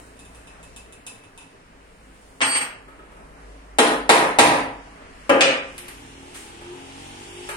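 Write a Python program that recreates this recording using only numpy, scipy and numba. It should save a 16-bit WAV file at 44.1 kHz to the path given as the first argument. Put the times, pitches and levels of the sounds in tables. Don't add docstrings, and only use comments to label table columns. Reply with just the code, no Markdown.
import sys
import numpy as np
from scipy import signal
from scipy.fft import rfft, irfft, next_fast_len
from scipy.io import wavfile
from scipy.ndimage import uniform_filter1d, minimum_filter1d
from numba import njit

SR = 44100
rng = np.random.default_rng(int(sys.argv[2]) if len(sys.argv) > 2 else 0)


def amplitude_ratio(level_db):
    exponent = np.asarray(level_db, float) / 20
    return 10 ** exponent


def wav_record(signal):
    frames = np.transpose(np.atleast_2d(signal))
    bounded = np.clip(frames, -1, 1)
    quanta = np.round(bounded * 32767).astype(np.int16)
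    wavfile.write(sys.argv[1], SR, quanta)


N = 333717
TIME = np.arange(N) / SR
FAST = next_fast_len(N, real=True)
STREET_LEAD_SAMPLES, BENCH_LEAD_SAMPLES = 19, 10


def on_log(table, hz):
    f, value = np.transpose(table)
    return np.interp(np.log(np.maximum(hz, 1)), np.log(f), value)


def unit(x):
    return x / np.sqrt(np.mean(x ** 2))


def coloured(x, table):
    hz = np.arange(FAST // 2 + 1) * SR / FAST
    return irfft(rfft(x, FAST) * amplitude_ratio(on_log(table, hz)), FAST)[:, :N]


def band(x, hz, width_hz):
    return signal.lfilter(*signal.iirpeak(hz, hz / width_hz, SR), x)


def octave_share(hz, centre_hz):
    return np.clip(1 - np.abs(np.log2(np.maximum(hz, 1) / centre_hz)), 0, 1)


def walk(rate_hz, size=N):
    hold = int(SR / rate_hz)
    steps = np.repeat(rng.standard_normal(size // hold + 1), hold)
    return 1.3 * uniform_filter1d(uniform_filter1d(steps, hold), hold)[:size]


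# frequency in Hz, left-right correlation.
PORT_LIKENESS = [(30, 0.5), (70, 0.8), (120, 0.92), (250, 1), (650, 0.95), (1000, 0.262), (4000, 0.076),
                 (10000, 0.081)]


def pair(size):
    n = next_fast_len(size, real=True)
    mid, side = rfft(rng.standard_normal((2, n)))
    like = np.clip(on_log(PORT_LIKENESS, np.arange(n // 2 + 1) * SR / n), 0, 1)
    sign = np.array([[1], [-1]])
    return irfft(np.sqrt(1 + like) * mid + np.sqrt(1 - like) * side * sign, n)[:, :size] / np.sqrt(2)


# frequency in Hz, T60 in seconds.
ROOM_T60 = [(100, 0.634), (400, 0.5232), (1500, 0.558), (4000, 0.3976), (6300, 0.32), (9500, 0.353),
            (14000, 0.4276)]


def room(direct_db, build_s, lead_samples):
    n = 2 ** 15
    t, hz = np.arange(n) / SR, np.arange(n // 2 + 1) * SR / n
    echoes, tail = rfft(pair(n)), 0
    for centre_hz in 62.5 * 2. ** np.arange(9):
        octave = irfft(echoes * octave_share(hz, centre_hz), n)
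        tail = tail + octave * amplitude_ratio(-60 * t / on_log(ROOM_T60, centre_hz))
    tail = tail * (1 - np.exp(-t / build_s)) * (1 + 0.614 * np.exp(-t / 0.0096))
    tail = tail / np.sqrt(np.sum(tail ** 2) / 2)
    tail[:, 0] = amplitude_ratio(direct_db)
    tail[1] = np.roll(tail[1], lead_samples)
    return tail


def causal(table):
    n = 2048
    cepstrum = irfft(np.log(amplitude_ratio(on_log(table, np.arange(n // 2 + 1) * SR / n))), n)
    cepstrum[1:n // 2] *= 2
    cepstrum[n // 2 + 1:] = 0
    response = irfft(np.exp(rfft(cepstrum)), n)
    return response / np.sqrt(np.sum(response ** 2))


def hits(events, colour, modes, ring_db, crack_s, gain_db, direct_db, build_s):
    path = room(direct_db, build_s, BENCH_LEAD_SAMPLES)
    out, n = np.zeros((2, N)), 4096
    for s, db, bright_db, pan_db in events:
        crackle = rfft(rng.standard_normal(256) * np.exp(-np.arange(256) / SR / crack_s))
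        push = np.pad(irfft(crackle / np.abs(crackle)), (0, n))
        soft = signal.lfilter([.2], [1, -.8], push)
        push = soft + amplitude_ratio(bright_db) * (push - soft)
        push = signal.fftconvolve(push, causal(colour))[:n]
        ring = sum(amplitude_ratio(mode_db) * band(push, hz, width_hz) for hz, width_hz, mode_db in modes)
        body = push + amplitude_ratio(ring_db) * ring
        level = amplitude_ratio(db + gain_db + np.array([[pan_db], [-pan_db]]) / 2)
        heard = signal.fftconvolve(body[None], path, axes=1) * level
        i = int((s - .002) * SR)
        out[:, i:i + heard.shape[1]] += heard[:, :N - i]
    return out


# centre in Hz, width in Hz, level in dB.
SHED_HUMS = [(103.45, 16.3, -67.5), (163.3, 15.5, -65), (273.9, 26.5, -62), (13600, 4000, -81.5)]


def shed():
    air = pair(N)
    out = 0
    for hz, width_hz, db in SHED_HUMS:
        hum = unit(band(band(air, hz, width_hz), hz, width_hz))
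        out = out + amplitude_ratio(db + 1.77 * walk(4.3)) * hum
    return out


# time in seconds, pitch in Hz, level in dB.
DRONE = [(0, 56, -55), (.85, 55.83, -54), (1.1, 55.44, -71.5), (1.6, 52.61, -60.5), (2.09, 52.21, -54),
         (2.55, 51.3, -73), (2.8, 50.77, -61), (3.54, 50.62, -43), (3.9, 50.08, -50.5), (4.4, 48.29, -50),
         (4.9, 49.31, -51), (5.7, 48.92, -56), (6.3, 49.37, -57), (6.8, 48.4, -59.5), (7.57, 49.2, -58)]
# multiple of the pitch, level over the drone in dB.
DRONE_WHINE = [(9, -24), (12, -21)]
OCTAVE_DB, OCTAVE_FADE_DB_S = -57, 6


def drone():
    s, *columns = np.transpose(DRONE)
    hz, db = (np.interp(TIME, s, c) for c in columns)
    angle = 2 * np.pi * np.cumsum(hz * (1 + 0.01997 * walk(12))) / SR
    out = np.sqrt(2) * amplitude_ratio(db + 2.7 * walk(12)) * np.sin(angle)
    out = out + amplitude_ratio(OCTAVE_DB - OCTAVE_FADE_DB_S * TIME) * np.sin(2 * angle)
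    for k, whine_db in DRONE_WHINE:
        out = out + amplitude_ratio(db + whine_db + 3.1 * walk(9.7)) * np.sin(k * angle)
    return out


# time in seconds, level in dB, treble lift in dB as traffic nears.
WASH = [(0, -54, -3), (.7, -54.5, 1.5), (1.1, -56, -0.5), (1.5, -57, 2.5), (2.38, -56.5, -2.5),
        (2.9, -55.5, -2), (3.25, -53, 0.5), (3.76, -55.5, 0.5), (5.1, -52, 3), (5.8, -53, 8.5),
        (6.7, -54.5, 10), (7.45, -53.5, 14.5)]
# frequency in Hz, density in dB per Hz.
WASH_COLOUR = [(12, -39.5), (20, -4), (53, -10.5), (127, -20), (163, -13), (367, -15.5), (399, -11.5),
               (513, -13.5), (558, -16.5), (607, -12.5), (698, -15.5), (1860, -18), (2900, -22.5),
               (3450, -28.5), (5800, -29.5), (6300, -31.5), (9400, -30), (11500, -42), (14500, -51),
               (16000, -61.5)]


def wash():
    s, *columns = np.transpose(WASH)
    wash_db, lift_db = (np.interp(TIME, s, c) for c in columns)
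    noise, out = rfft(unit(coloured(pair(N), WASH_COLOUR)), FAST), 0
    hz = np.arange(len(noise[0])) * SR / FAST
    for centre_hz in 22 * 2. ** np.arange(10):
        near = np.clip(np.log2(centre_hz / 1100) / 2.27, -.15, 1)
        octave = irfft(noise * octave_share(hz, centre_hz), FAST)[:, :N]
        out = out + octave * amplitude_ratio(wash_db + near * (lift_db - 4.5) + 1.365 * walk(11))
    out[1] = np.roll(out[1], STREET_LEAD_SAMPLES)
    return amplitude_ratio(6) * out


# time in seconds, firing rate in Hz, level in dB.
BIKE = [
    (5.601, 34.72, -58),
    (5.862, 35.7, -49.5),
    (6.06, 38.22, -47),
    (6.413, 40.73, -46),
    (6.744, 44.81, -43),
    (6.906, 45.22, -45),
    (7.079, 46.76, -42.5),
    (7.231, 49.29, -44.5),
    (7.456, 51.35, -44),
]
# centre in Hz, width in Hz, gain in dB.
EXHAUST = [(95.8, 117, -4), (156, 41, -25.5), (269.6, 79.3, 3), (372.2, 28.2, 3), (398, 87, -3.5),
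           (856, 174, -0.5)]
# centre in Hz, width in Hz, gain in dB.
STREET = [(83.3, 43, -6), (121.2, 23, -8.5), (235, 35.8, -5.5), (264.8, 13.6, 1.5), (284, 9.1, -10),
          (335.5, 14.9, -2), (356.6, 9.1, 1), (393.9, 18.3, -1), (437.2, 18.3, -9)]
ORDERS_DB = [-1, -3, -10.5, -2.5, -26, -0.5, 0, -16, -0.5]
TYRES_DB, TYRES_RISE_DB_S = -49, 6


def bike():
    s, *columns = np.transpose(BIKE)
    t = TIME[5 * SR:]
    n = len(t)
    hz, db = (np.interp(t, s, c) for c in columns)
    turns = np.cumsum(hz * (1 + .004 * walk(30, n))) / SR

    pulses = np.diff(np.floor(turns), prepend=0) * amplitude_ratio(0.79 * rng.standard_normal(n))
    pipe = 0
    for k, (f, width_hz, g) in enumerate(EXHAUST):
        pipe = pipe + (-1) ** k * amplitude_ratio(g) * band(band(pulses, f, width_hz), f, 2 * width_hz)
    path = room(1.1, 0.0129, STREET_LEAD_SAMPLES)
    pipe = signal.fftconvolve(pipe[None], path, axes=1)[:, :n]

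    lines = 0
    for k, g in enumerate(ORDERS_DB, 2):
        favour = sum(amplitude_ratio(d) / (1 + (2 * (k * hz - f) / width_hz) ** 2) for f, width_hz, d in STREET)
        lines = lines + amplitude_ratio(g + 3.5 * walk(8.085, n)) * favour * np.sin(2 * np.pi * k * turns)

    tyres = band(band(pair(n), 2790.0, 1340.0), 2960.0, 1800.0)
    gas = band(band(pair(n), 8670.0, 3000.), 5880.0, 2600.0)
    hiss = tyres + amplitude_ratio(-6.5) * gas
    hiss[1] = np.roll(hiss[1], STREET_LEAD_SAMPLES)
    hiss_db = TYRES_DB + TYRES_RISE_DB_S * (t - s[1]) - 60 * np.maximum(s[1] - .08 - t, 0)

    fade = np.clip((t - s[0] + .1) / 0.17, 0, 1)
    out = fade * (unit(pipe) * amplitude_ratio(db - 2) + lines * amplitude_ratio(db - 4.0) + unit(hiss) * amplitude_ratio(hiss_db - 6.0))
    return np.pad(out, ((0, 0), (N - n, 0)))


# peak in seconds, level in dB, seconds to rise 20 dB, seconds to fall 20 dB.
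RUBS = [
    (.07, -56, -0.5, 0.36),
    (.36, -56.5, 0.12, 0.54),
    (2.258, -58.5, 0.91, 1.64),
    (6.35, -38.5, 0.0045, 0.22),
]
# frequency in Hz, density in dB per Hz.
CLOTH_COLOUR = [(710, -6), (1200, -1), (1910, 1), (3010, -1.5), (5470, -5.5), (9110, 2.5), (11600, -13),
                (16000, -17.5)]


def cloth():
    gain = 0
    for s, db, rise_s, fall_s in RUBS:
        gain = gain + amplitude_ratio(db - 20 * np.maximum((s - TIME) / rise_s, (TIME - s) / fall_s))
    grain = unit(coloured(pair(N), CLOTH_COLOUR)) * amplitude_ratio(0.48 * walk(62))
    return grain * uniform_filter1d(gain, size=900)


# time in seconds, strength in dB, brightness in dB, left minus right in dB.
SNAPS = [
    (5.7814, -25.5, 2, -0.5),
    (5.7906, -34, 0, 2.5),
    (5.884, -27, 0.5, 1),
    (5.894, -45, -8.5, -5.5),
    (6.3465, -28.5, -5, 0),
]
# frequency in Hz, density in dB per Hz.
SNAP_COLOUR = [(590, -31.5), (1000, -8.5), (1420, -4.5), (1670, -3), (2410, -1), (6250, -14.5),
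               (9280, -1.5), (12500, -13), (16000, -31)]


def snaps():
    return hits(SNAPS, SNAP_COLOUR, [], ring_db=0, crack_s=0.0004,
                gain_db=18.0, direct_db=-7, build_s=0.0006)


# time in seconds, strength in dB, brightness in dB, left minus right in dB.
KNOCKS = [(2.883, -35, -14, 1), (2.916, -44, -13.5, -1), (2.991, -37, -19, -1.5), (3.058, -47.5, -8, -3.5),
          (3.12, -42, -3.5, 0.5), (3.168, -41.5, -5.5, -0.5), (4.962, -59, 9.5, 0.5),
          (6.614, -35.5, -2.5, -1), (6.647, -43.5, -3, 0), (7.491, -29.5, 12, 2.5), (7.509, -30.5, 0, -9.5)]
# frequency in Hz, density in dB per Hz.
KNOCK_COLOUR = [(120, -40), (200, -16), (347, -2), (821, -10.5), (968, -2.5), (1080, -14.5), (1160, -9),
                (2290, -10), (5130, -30), (9400, -16.5), (16000, -41)]
# centre in Hz, width in Hz, gain in dB.
TOOL_MODES = [(968, 9.2, -15), (1268, 42.6, -4), (1622, 32, -11), (2360, 50, -22.5)]


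def knocks():
    return hits(KNOCKS, KNOCK_COLOUR, TOOL_MODES, ring_db=12.5, crack_s=0.00061,
                gain_db=20.5, direct_db=-10.5, build_s=0.00112)


# time in seconds, strength in dB, brightness in dB, left minus right in dB.
TICKS = [(0.1688, -50.5, -6.5, -7.5), (0.1935, -39, -3, 0.5), (0.2534, -41, -7, 0.5),
         (0.3497, -40.5, -8, -1.5), (0.4738, -35, -17, 0), (0.631, -36.5, -8, 0.0), (0.7642, -35, -1.5, 0),
         (0.9258, -44.5, 3, -0.5), (1.0675, -31, 1, 0.5), (1.2392, -40, -16, -1.5), (1.378, -34.5, -8, 2.5),
         (1.4096, -39, -15, -7.5)]
# frequency in Hz, density in dB per Hz.
TICK_COLOUR = [(300, -12.5), (800, -2), (1400, -11.5), (2000, -19.5), (2600, -2), (4000, -15.5),
               (5500, -13.5), (7500, -7), (10000, -1.5), (13000, -27), (16000, -25)]
# centre in Hz, width in Hz, gain in dB.
POINT_MODES = [(2616, 36.5, 5.5), (3054, 140, -10.5), (3663, 133, 4.5), (3980, 52, 0), (5080, 70, 3),
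               (6100, 132, -2.5), (7076, 310, -2), (8730, 85, -7), (10470, 320, -15)]


def ticks():
    return hits(TICKS, TICK_COLOUR, POINT_MODES, ring_db=8.0, crack_s=0.00038,
                gain_db=22.0, direct_db=-7.5, build_s=0.0021)


# time in seconds, strength in dB, brightness in dB, left minus right in dB.
BOUNCES = [(2.407, -8, -2.5, -0.5), (2.416, -1, 4, 0.5), (2.421, -9, 2, -2), (2.427, -9, 3, 0.5),
           (2.44, -16.5, 3.5, -1.5), (2.52, -15.5, 7, 0), (2.552, -12.5, 8.5, 1), (2.569, -19, 5.5, 0),
           (2.611, -12, 2, 1), (2.63, -26, 7, -3.5), (2.66, -29, -6, -3)]
# frequency in Hz, density in dB per Hz.
BOUNCE_COLOUR = [(59, -60), (100, -18.5), (724, -3.5), (794, -1.5), (1080, -1), (2920, -2.5), (4130, -13),
                 (4700, -11.5), (8000, -20), (9000, -28), (10400, -37), (17600, -120)]
# centre in Hz, width in Hz, gain in dB.
BENCH_MODES = [(276, 26, 5.5), (406, 81, -1), (533, 42, 2.5), (819, 37, 4.5), (960, 51, -16.5),
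               (1200, 78, -12.5), (2866, 455, -7)]


def bounces():
    return hits(BOUNCES, BOUNCE_COLOUR, BENCH_MODES, ring_db=-11.5, crack_s=0.00089,
                gain_db=13, direct_db=-11.0, build_s=0.00152)


# time in seconds, strength in dB, brightness in dB, left minus right in dB.
GRAZES = [
    (2.538, -13, 0.5, 0),
    (2.555, -13.5, -1, 0.5),
]
# frequency in Hz, density in dB per Hz.
GRAZE_COLOUR = [(4000, -51), (8600, -25), (9100, 0.5), (10400, -3), (10900, -30.5), (16000, -69.5)]


def grazes():
    return hits(GRAZES, GRAZE_COLOUR, [], ring_db=0, crack_s=0.002,
                gain_db=-0.78, direct_db=-15.5, build_s=0.0036)


ROD_HZ = [4554, 8473, 13650]
# time in seconds, then level of each mode in dB.
FLIGHTS = [
    (2.416, -44, -21, -46.5),
    (2.452, -32, -20.5, -46.5),
    (2.52, -30.5, -20.5, -47.5),
    (2.553, -33, -18, -44),
    (2.588, -42, -28, -51),
    (2.611, -36.5, -23, -44),
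    (2.662, -52.5, -24.5, -45),
]
# left port faced at seconds, depth 0-1, right port later by turns.
FACING = [
    (2.53, .45, 0.084),
    (2.565, 0.1, 0.13),
    (2.565, 0.25, 0.206),
]
LOBES = (1, 1, 2)
SETTLED_T60_S = [0.46, 0.242, 0.284]
SPIN_HZ, SETTLES_S, TAKE_UP_S = 5.72, 2.6182, .012


def rod():
    s, *dbs = np.transpose(FLIGHTS)
    i, n = 2 * SR, SR
    t = TIME[i:i + n]
    flight, out = np.searchsorted(s, t) - 1, 0
    for hz, db, lobes, (faces_s, depth, later), t60 in zip(ROD_HZ, dbs, LOBES, FACING, SETTLED_T60_S):
        dying_db = -60 * np.maximum(t - SETTLES_S, 0) / t60
        turn = lobes * SPIN_HZ * (t - faces_s) - later * np.array([[0], [1]])
        facing = np.abs(1 + np.clip(depth, 0, 1) * np.exp(2j * np.pi * turn))
        gain = (flight >= 0) * amplitude_ratio(db[flight] + dying_db + 1.04 * walk(55.1, n))
        gain = uniform_filter1d(gain, int(TAKE_UP_S * SR))
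        phase = 2 * np.pi * hz * t + np.array([[0.], [1.3]]) + .3 * walk(25.5, n)
        out = out + gain * facing * amplitude_ratio(np.array([[-1.1], [1.1]])) * np.sin(phase)
    return np.pad(out, ((0, 0), (i, N - i - n)))


# time in seconds, strength in dB, brightness in dB, left minus right in dB.
HANDLE = [
    (5.2955, -10, 4, 2),
    (5.300, -2.5, -1, 2.5),
    (5.314, -15, -4.5, 0),
]
# frequency in Hz, density in dB per Hz.
HANDLE_COLOUR = [(35, -66.5), (60, -39), (207, -11.5), (281, -9), (540, -5.5), (749, -9), (991, -10.5),
                 (1200, -10), (1500, -11.5), (3100, -20.5), (3450, -32), (9350, -34), (13000, -43.5),
                 (16000, -110)]
# centre in Hz, width in Hz, gain in dB.
HANDLE_MODES = [(281, 23, 3.5), (413.8, 75, 1), (545, 38, 5), (830, 36.2, 4), (987, 50, -8.5),
                (1212, 63, -3), (1631, 60, -3.5), (1912, 40, -4), (2255, 50, -4.5), (2590, 110, -5),
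                (2950, 380, -3)]


def handle_laid():
    return hits(HANDLE, HANDLE_COLOUR, HANDLE_MODES, ring_db=2.0, crack_s=0.00073,
                gain_db=23.5, direct_db=-12, build_s=0.00147)


# time in seconds, strength in dB, brightness in dB, left minus right in dB.
HEAD = [
    (5.4091, 0.005, 0.0066, 0.5),
    (5.4165, -1.1, 0.0089, -0.37),
]
# frequency in Hz, density in dB per Hz.
HEAD_COLOUR = [(35, -61), (60, -37.5), (268, -12.5), (389, -12), (540, -6.5), (1060, -19), (1250, -8),
               (2000, -9.5), (2520, -9), (4900, -17.5), (9130, -22.5), (10500, -29), (16000, -80)]
# centre in Hz, width in Hz, gain in dB.
HEAD_MODES = [(532, 46.4, -0.5), (1176, 120, -3.5), (1680, 98, -5.5), (2478, 220, 0), (2900, 300, -0.5),
              (4870, 305, -6.5)]


def head_laid():
    return hits(HEAD, HEAD_COLOUR, HEAD_MODES, ring_db=0.5, crack_s=0.00048,
                gain_db=21.0, direct_db=-13.5, build_s=0.00068)


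# time in seconds, strength in dB, brightness in dB, left minus right in dB.
THUDS = [
    (3.787, -37, -2, -1.5),
    (4.095, -28.5, -0.5, 0),
    (4.387, -25, -5.5, -1.5),
]
# frequency in Hz, density in dB per Hz.
THUD_COLOUR = [(20, -11.5), (40, -23), (100, -4), (170, 0), (260, -18.5), (600, -52)]


def thuds():
    return hits(THUDS, THUD_COLOUR, [], ring_db=0, crack_s=0.00115,
                gain_db=35.5, direct_db=-6.5, build_s=0.00286)


# time in seconds, strength in dB, brightness in dB, left minus right in dB.
BLOWS = [
    (3.787, -4, 5, 0.5),
    (4.094, 1.5, 4, 0),
    (4.388, 0.5, 7.5, -0.5),
]
# frequency in Hz, density in dB per Hz.
BLOW_COLOUR = [(100, -44), (170, -17.5), (265, -3.5), (380, -7), (600, -3.5), (800, -2.5), (1200, -6),
               (1500, -9.5), (2000, -8.5), (3700, -14.5), (6000, -21.5), (9000, -18.5), (10500, -22),
               (11500, -36.5), (14000, -39.5), (16000, -52)]
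# centre in Hz, width in Hz, gain in dB.
POST_MODES = [(290.4, 55.4, 0.5), (445.3, 19.6, 7), (523, 19.2, -0.5), (699, 27.6, -6), (820, 36, -1.5),
              (950.5, 28.2, -0.5), (1007, 21.7, -8.5), (1262, 19.5, -6), (1734, 51, -6), (1892, 21, -6),
              (2176, 20, -15.5), (3990, 100, -6)]
# centre in Hz, width in Hz, gain in dB.
HAMMER_MODES = [(5160, 36, -7), (8700, 60, -2), (9350, 44, 3), (10620, 58, -1), (11720, 39.4, 8.5),
                (12340, 32, 3), (13240, 36, 8), (14220, 40, 9), (15100, 50, 5.5)]


def blows():
    return hits(BLOWS, BLOW_COLOUR, POST_MODES + HAMMER_MODES, ring_db=2.0, crack_s=0.000695,
                gain_db=28, direct_db=-18, build_s=0.00258)


def scene():
    outside = shed() + drone() + wash() + bike()
    handling = cloth() + snaps() + knocks() + ticks()
    dropped_point = bounces() + grazes() + rod()
    hammer = handle_laid() + head_laid() + thuds() + blows()
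    return outside + handling + dropped_point + hammer


@njit
def follow(size, attack, release):
    out, e = np.empty(len(size)), 0.
    for i in range(len(size)):
        e += (size[i] - e) * (attack if size[i] > e else release)
        out[i] = e
    return out


# frequency in Hz, depth in dB.
DROP_UNDER = [(3500, 35), (4500, 32), (6000, 32), (7500, 32), (8700, 36), (9200, 30), (10500, 31),
              (12000, 34), (16000, 39)]
TOP_HZ = 16200
GAPS_LOW_HZ, GAPS_HIGH_HZ, GAPS_OVER_DB = 3300, 8300, 6.2


def thin(x):
    hz, _, z = signal.stft(x, SR, "hann", 2048, 1024)
    power = np.sum(np.abs(z[:, :1024]) ** 2, axis=0).reshape(128, 8, -1).sum(axis=1)
    centre_hz = hz[4:1024:8, None]
    whim_db = 12 * uniform_filter1d(rng.standard_normal(power.shape), size=8, axis=1)
    below = np.cumsum(power * (centre_hz > 2000), axis=0)
    attack = below[-1] > 5 * minimum_filter1d(below[-1], size=2)
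    keep = power > below * amplitude_ratio(whim_db - on_log(DROP_UNDER, centre_hz)) ** 2
    gap = (whim_db > GAPS_OVER_DB) | (np.roll(whim_db, 1, axis=0) > GAPS_OVER_DB + 1)
    gap = gap & (power < 1.5 * uniform_filter1d(power, size=7, axis=0))
    gap = gap & (centre_hz > GAPS_LOW_HZ) & (centre_hz < GAPS_HIGH_HZ)
    keep = keep & ~gap | attack
    z[:, :1024] *= np.repeat(keep & (centre_hz < TOP_HZ), 8, axis=0)
    return signal.istft(z, SR, "hann", 2048, 1024)[1][:, :N]


def band_limit(x):
    return signal.sosfilt(signal.butter(12, 16410, fs=SR, output="sos"), x)


def record(dry):
    attack_s, release_s, threshold_db = 0.00047, .06, -8.5
    loud = follow(np.abs(dry).max(axis=0), 1 / (attack_s * SR), 1 / (release_s * SR))
    gain = np.minimum(amplitude_ratio(threshold_db) / (loud + 1e-9), 1) ** 0.5893
    held = np.roll(dry, 30, axis=1) * gain
    rounded = np.tanh(0.819 * held) / 0.781
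    mix = thin(rounded)
    return band_limit(mix)


dry = scene()
out = record(dry)
wav_record(out)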